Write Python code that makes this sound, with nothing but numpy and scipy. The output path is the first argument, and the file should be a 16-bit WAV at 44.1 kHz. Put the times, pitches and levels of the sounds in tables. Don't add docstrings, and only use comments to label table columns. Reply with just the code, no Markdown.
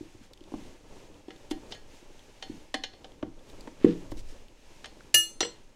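import sys
import numpy as np
from scipy import signal
from scipy.fft import rfft, irfft
from scipy.io import wavfile

SR = 44100
rng = np.random.default_rng(int(sys.argv[2]) if len(sys.argv) > 2 else 0)


def pcm_store(signal):
    levels = np.round(np.clip(np.atleast_2d(signal), -1, 1) * 32767)
    wavfile.write(sys.argv[1], SR, levels.astype(np.int16).T)


N = 253575
TIME = np.arange(N) / SR
AFTER = TIME[:SR * 3 // 4]

# (start_s, long_lever_db, short_lever_db, contact_cutoff_hz, damping_t60_s)
CLASHES = [(5.1425, -1.5, -1, 19000, 20), (5.4065, 0, -22, 5200, .6)]


def from_db(db):
    return 10 ** (np.asarray(db) / 20)


def rms(x):
    return np.sqrt(np.mean(x ** 2) + 1e-20)


def fade(t60):
    return np.exp(-np.log(1000) * AFTER / t60)


def cut(x, hz, kind, order=2):
    edges_hz = np.clip(hz, 5, .48 * SR)
    sections = signal.butter(order, edges_hz, kind, fs=SR, output="sos")
    return signal.sosfilt(sections, x)


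def add(track, s, sound):
    start = max(round(s * SR), 0)
    track[start:start + len(sound)] += sound[:N - start]


def noise(spectrum, size):
    hz, db = np.transpose(spectrum)
    bins_hz = np.maximum(np.fft.rfftfreq(size, 1 / SR), 1)
    colour_db = np.interp(np.log(bins_hz), np.log(hz), db)
    white = rng.standard_normal(size)
    coloured = irfft(rfft(white) * from_db(colour_db), size)
    return coloured / rms(coloured)


def mode(hz, db, t60):
    return from_db(db) * fade(t60) * np.sin(2 * np.pi * hz * AFTER)


def movement(hiss_db=3, flutter_db=3.0, flutter_hz=25):
    # (middle_s, half_length_s, swish_db, low_rub_db)
    moves = [(0.054, 0.21, -65, -63), (0.244, 0.033, -63, -80), (0.63, 0.17, -60.5, -54),
             (.98, 0.14, -62, -53), (1.173, .06, -67.5, -58.5), (1.402, 0.16, -65, -59),
             (1.682, 0.18, -63, -53), (1.955, 0.09, -61.5, -64), (2.212, 0.27, -64.5, -59),
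             (2.54, 0.18, -62, -61), (3.074, 0.16, -68.5, -54.5), (3.6, 0.23, -63, -52.5),
             (3.97, 0.2, -61.5, -51.5), (4.334, 0.14, -63, -53), (4.767, 0.21, -63, -58),
             (5.04, 0.13, -65, -57.5), (5.52, .2, -68.5, -62)]
    # (pitch_hz, relative_level_db)
    hiss_colour = [(530, -5.5), (900, 2), (1070, -8.5), (1460, -5.5), (1660, -3), (1880, -4.5), (2730, -2),
                   (3040, -4), (4410, -7.5), (6480, -7), (10900, -19), (12600, -22.5), (16000, -30)]
    # (pitch_hz, relative_level_db)
    rub_colour = [(41, -4), (70, -1.5), (120, -1.5), (150, -6.5), (281, 0), (459, -3), (597, -4),
                  (685, -13), (926, -11.5), (1400, -20.5), (1820, -74.5), (3080, -120)]
    still_hiss_db, still_murmur_db = -70.5, -63.5

    swish, rub = from_db(still_hiss_db), from_db(still_murmur_db)
    for middle_s, half_s, swish_db, rub_db in moves:
        speed = np.exp(-((TIME - middle_s) / half_s) ** 2)
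        swish = np.hypot(swish, from_db(swish_db) * speed)
        rub = np.hypot(rub, from_db(rub_db) * speed)
    flutter = cut(rng.standard_normal(N), flutter_hz, "low")
    unevenness = from_db(flutter_db * flutter / rms(flutter))
    bright = from_db(hiss_db) * swish * noise(hiss_colour, N)
    low = unevenness * rub * noise(rub_colour, N)
    return bright + low


def draught(air_db=1, rise_s=0.033, fall_s=0.17, still_air_db=-54.5):
    # (peak_s, level_db)
    puffs = [(.55, -48), (.88, -51), (1.54, -44), (3.24, -46.5), (3.55, -48), (3.87, -41), (4.12, -31.5)]
    # (pitch_hz, relative_level_db)
    air_colour = [(4, -22), (12, 2), (25, -12), (50, -21), (100, -30), (300, -73.5)]

    flow = from_db(still_air_db)
    for peak_s, db in puffs:
        distance = np.maximum((peak_s - TIME) / rise_s, (TIME - peak_s) / fall_s)
        flow = np.hypot(flow, from_db(db) * np.exp(-distance))
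    return from_db(air_db) * flow * noise(air_colour, N)


def tire_thumps(bounce_hz=100, bounce_t60=0.056):
    # (start_s, level_db, pitch_hz, swell_s, bounce_db)
    thumps = [(.006, -32, 320, 0.0065, -39), (0.146, -44, 328, 0.0055, -41.5),
              (0.209, -44.5, 253, 0.0058, -49), (.408, -41.5, 330, 0.0067, -49),
              (0.519, -34.5, 318, 0.0043, -61), (.536, -26.5, 280, 0.0061, -41.5),
              (1.099, -42.5, 342, 0.0032, -57), (1.281, -32, 339, 0.0044, -61),
              (1.509, -22.5, 310, 0.0074, -60), (2.496, -28.5, 292, 0.0053, -36.5),
              (2.741, -30.5, 280, 0.01, -52), (3.228, -23.5, 304, 0.0055, -32.5),
              (3.673, -36.5, 277, 0.006, -68), (3.8439, -2, 321, 0.0038, -21.5),
              (4.118, -30, 307, 0.0062, -30.5), (5.405, -26.5, 367, 0.0049, -42),
              (5.428, -25, 388, 0.0029, -49)]

    out = np.zeros(N)
    for s, db, hz, swell_s, bounce_db in thumps:
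        envelope = (AFTER / swell_s * np.exp(1 - AFTER / swell_s)) ** 4
        swing = np.sin(2 * np.pi * hz * (AFTER - swell_s))
        add(out, s, from_db(db) * envelope * swing)
        soft_start = 1 - np.exp(-AFTER / swell_s)
        add(out, s, mode(bounce_hz, bounce_db, bounce_t60) * soft_start)
    return out


def workshop(x, wet_db=-9, build_s=0.0021, room_t60_s=0.39):
    # (pitch_hz, relative_level_db)
    echo_colour = [(100, 8.5), (300, -3.5), (500, -4.5), (800, -3.5), (2500, -6.5), (7000, -7.5),
                   (10000, -7.5), (16000, 1.5)]

    build_up = 1 - np.exp(-(AFTER / build_s) ** 2)
    echo = noise(echo_colour, len(AFTER)) * fade(room_t60_s) * build_up
    echo = echo / np.sqrt(np.sum(echo ** 2))
    return from_db(wet_db) * signal.fftconvolve(x, echo)[:N]


def boom(x, level_db=-40, delay_s=0.01878):
    # (pitch_hz, relative_level_db, t60_s)
    resonances = [(118.8, -17.5, .4), (174, -11, 0.37), (209.7, -13.5, 0.17), (270.5, -23.5, 0.16),
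                  (302.4, -28, 0.23), (332, -25, 0.33), (382, -22.5, 0.25), (477, -4.5, 0.18)]

    out = np.zeros(N)
    response = sum(mode(*row) for row in resonances)
    add(out, delay_s, from_db(level_db) * signal.fftconvolve(x, response)[:N])
    return out


def ticks(t60=0.016, spread=1.08):
    # (start_s, peak_db, pitch_hz)
    snaps = [(0.334, -41, 3460), (0.375, -48.5, 3120), (0.4072, -48.5, 3250), (0.439, -49, 3100),
             (1.143, -51, 3180), (1.362, -46.5, 3550), (2.193, -44.5, 3580), (3.119, -47, 3360),
             (3.392, -54, 3450), (3.499, -45.5, 3580), (3.608, -40, 4460), (4.483, -46, 3200),
             (5.007, -42, 1460)]

    out = np.zeros(N)
    for s, db, hz in snaps:
        burst = rng.standard_normal(len(AFTER)) * fade(t60)
        snap = cut(burst, [hz / spread, hz * spread], "band", order=1)
        add(out, s, from_db(db) * snap / np.abs(snap).max())
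    return out


def rim_knocks(crack_db=10, crack_t60=0.04, press_s=0.000057, favour_db=6, favour_octaves=0.16, top_hz=9000):
    # (start_s, low_db, middle_db, bright_db, top_db, favoured_pitch_hz, ring_db)
    knocks = [(.519, -54.5, -77, -78, -72, 740, -23), (.539, -45, -62, -67, -75, 900, -16),
              (1.283, -55, -64, -62, -79, 770, -6), (1.305, -59.5, -52, -54.5, -74, 770, -5.5),
              (1.511, -44, -46, -42.5, -55, 2750, -7), (1.7212, -49, -49.5, -41.5, -69, 3100, -11.5),
              (1.747, -72, -56, -56, -63, 1750, 4), (2.425, -47.5, -46.5, -41.5, -57.5, 3180, -3),
              (2.7415, -35, -32.5, -33.5, -47, 760, -9.5), (2.8365, -45, -40.5, -34.5, -53, 2790, -7.5),
              (2.935, -58, -60, -58.5, -80, 4300, -6), (3.044, -49, -56, -51.5, -72, 3000, -15.5),
              (3.226, -38, -49, -56, -82, 930, -17), (3.673, -45.5, -53, -64, -70, 700, -19.5),
              (3.845, -39.5, -43, -65, -60.5, 900, -14), (4.118, -44, -53.5, -57.5, -66, 900, -26),
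              (4.843, -56, -46.5, -46.5, -66, 1940, -15), (4.857, -53, -51, -49.5, -58, 5000, -5),
              (5.4055, -34, -33.5, -27.5, -40.5, 4120, -23), (5.428, -44, -36.5, -36.5, -64, 3100, -15),
              (5.449, -47, -52, -42, -55, 477, -34)]
    # (pitch_hz, relative_level_db, t60_s)
    rim_modes = [(472, -9, .2), (540, -10, .12), (606, -14, .15), (770, -3, .3), (900, -6, .06),
                 (1464, -13, .12), (1680, -8, .2), (1864, -6, .18), (2083, -7, .13), (2420, -11, .14),
                 (2857, -7, .12), (3070, -4, .17), (3147, -8, .13), (3455, -7, .16), (4100, -9, .16),
                 (4201, -7, .16), (4366, -6, .22), (4987, -12, .16), (5453, -10, .15), (6570, -8, .16),
                 (11110, -12, .12)]
    # (pitch_hz, relative_level_db)
    crack_colour = [(400, 10.5), (900, 8.5), (1250, -2.5), (1900, 11), (2450, -4.5), (3100, 7.5), (4200, 0),
                    (5000, -4), (6600, -3), (8500, -5), (16000, -9)]
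    registers_hz = [(450, 1200), (1200, 2600), (2600, 6000), (6000, 15000)]

    out = np.zeros(N)
    for s, *levels_db, favoured_hz, ring_db in knocks:
        blow = from_db(crack_db) * noise(crack_colour, len(AFTER)) * fade(crack_t60)
        for hz, db, t60 in rim_modes:
            nearness = np.exp(-(np.log2(hz / favoured_hz) / favour_octaves) ** 2)
            strength = rng.choice([-1, 1]) * from_db(2 * rng.normal())
            blow += strength * mode(hz, db + ring_db + favour_db * nearness, t60)
        pressed = blow * (1 - np.exp(-AFTER / press_s))
        blow = cut(pressed, top_hz, "low", order=4)
        for edges_hz, db in zip(registers_hz, levels_db):
            part = cut(blow, edges_hz, "band", order=3)
            add(out, s, from_db(db) * part / rms(part[:SR // 50]))
    return out


def scrapes(grit_db=4, slip_hz=250):
    # (strongest_s, level_db, half_length_s, pitch_hz)
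    strokes = [(1.513, -43, 0.0069, 4060), (1.698, -63, 0.014, 4230), (1.717, -48.5, 0.01, 2950),
               (1.744, -53, 0.011, 2480), (3.5, -63.5, 0.024, 5000), (3.846, -54, 0.044, 1574),
               (3.887, -48, 0.047, 1900), (4.115, -55, 0.0089, 4630), (4.19, -53, 0.02, 3560),
               (4.304, -59.5, 0.028, 3820)]

    out = np.zeros(N)
    middle_s = AFTER.mean()
    for s, db, half_s, hz in strokes:
        slips = cut(rng.standard_normal(len(AFTER)), slip_hz, "low")
        roughness = from_db(grit_db * slips / rms(slips))
        rub = cut(rng.standard_normal(len(AFTER)) * roughness, [hz / 2, hz * 2], "band")
        stroke = np.exp(-((AFTER - middle_s) / half_s) ** 2)
        add(out, s - middle_s, from_db(db) * rub / rms(rub) * stroke)
    return out


def lever_crack(level_db=-12, t60=0.057, attack_s=0.0029):
    # (pitch_hz, relative_level_db)
    crack_colour = [(300, -13.5), (600, -3), (1200, -17), (2700, 0), (3500, -9.5), (4600, 2), (5400, -7.5),
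                    (7200, 4.5), (8600, -8), (12000, -16), (16000, -41.5)]

    out = np.zeros(N)
    attack = 1 - np.exp(-AFTER / attack_s)
    buzz = noise(crack_colour, len(AFTER)) * fade(t60) * attack
    add(out, CLASHES[0][0] - .001, from_db(level_db) * buzz)
    return out


def lever_rings(return_s=0.034, build_s=0.029, attack_s=0.0009, twin_db=-7):
    long_hz = [328, 1325, 3482, 4234, 4987, 5849, 7660, 9029, 13560]
    short_hz = [1755, 2872, 6268, 9747, 11998, 14382, 15230]
    # (relative_level_db, t60_s, returned_share as a ratio, beat_with_twin_hz)
    long_lever = [(-43, 0.52, 0.087, 1), (-48.5, 0.43, 0.77, 4), (-45.5, 0.37, 1.1, 20),
                  (-32.5, 0.36, 1.3, 8.2), (-35.5, 0.26, .1, 4), (-22, 0.26, 0.086, 12),
                  (-33.5, 0.28, 4.9, 31), (-45.5, 0.66, 0.35, 4.3), (-59, .45, .4, 12)]
    short_lever = [(-26, .2, 0.86, 2.4), (-19.5, 0.21, 4.5, 2), (-29, 0.32, 1.7, 5.1),
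                   (-17.5, 0.23, 0.09, 19), (-21.5, 0.21, .1, 25), (-38, .22, 1.5, 30), (-58.5, .3, .5, 10)]

    out = np.zeros(N)
    returned = .5 + .5 * np.tanh((AFTER - return_s) / build_s)
    attack = 1 - np.exp(-AFTER / attack_s)
    for s, long_db, short_db, contact_hz, damping_t60 in CLASHES:
        ring = 0
        levers = ((long_hz, long_lever, long_db), (short_hz, short_lever, short_db))
        for pitches_hz, bar, blow_db in levers:
            for hz, (db, t60, share, beat_hz) in zip(pitches_hz, bar):
                pair = mode(hz, db, t60) + mode(hz + beat_hz, db + twin_db, t60)
                strength = from_db(blow_db) * rng.choice([-1, 1])
                ring = ring + strength * pair * (1 + share * returned)
        damped = ring * fade(damping_t60) * attack
        add(out, s, cut(damped, contact_hz, "low"))
    return out


def scene():
    thumps = tire_thumps()
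    blows = rim_knocks() + lever_crack() + thumps + scrapes()
    room = workshop(blows) + boom(thumps)
    mix = blows + room + lever_rings() + ticks() + movement() + draught()
    return mix[None]


def record(dry, cutoff_hz=15800):
    return signal.sosfilt(signal.ellip(10, .1, 90, cutoff_hz, fs=SR, output="sos"), dry)


dry = scene()
out = record(dry)
pcm_store(out)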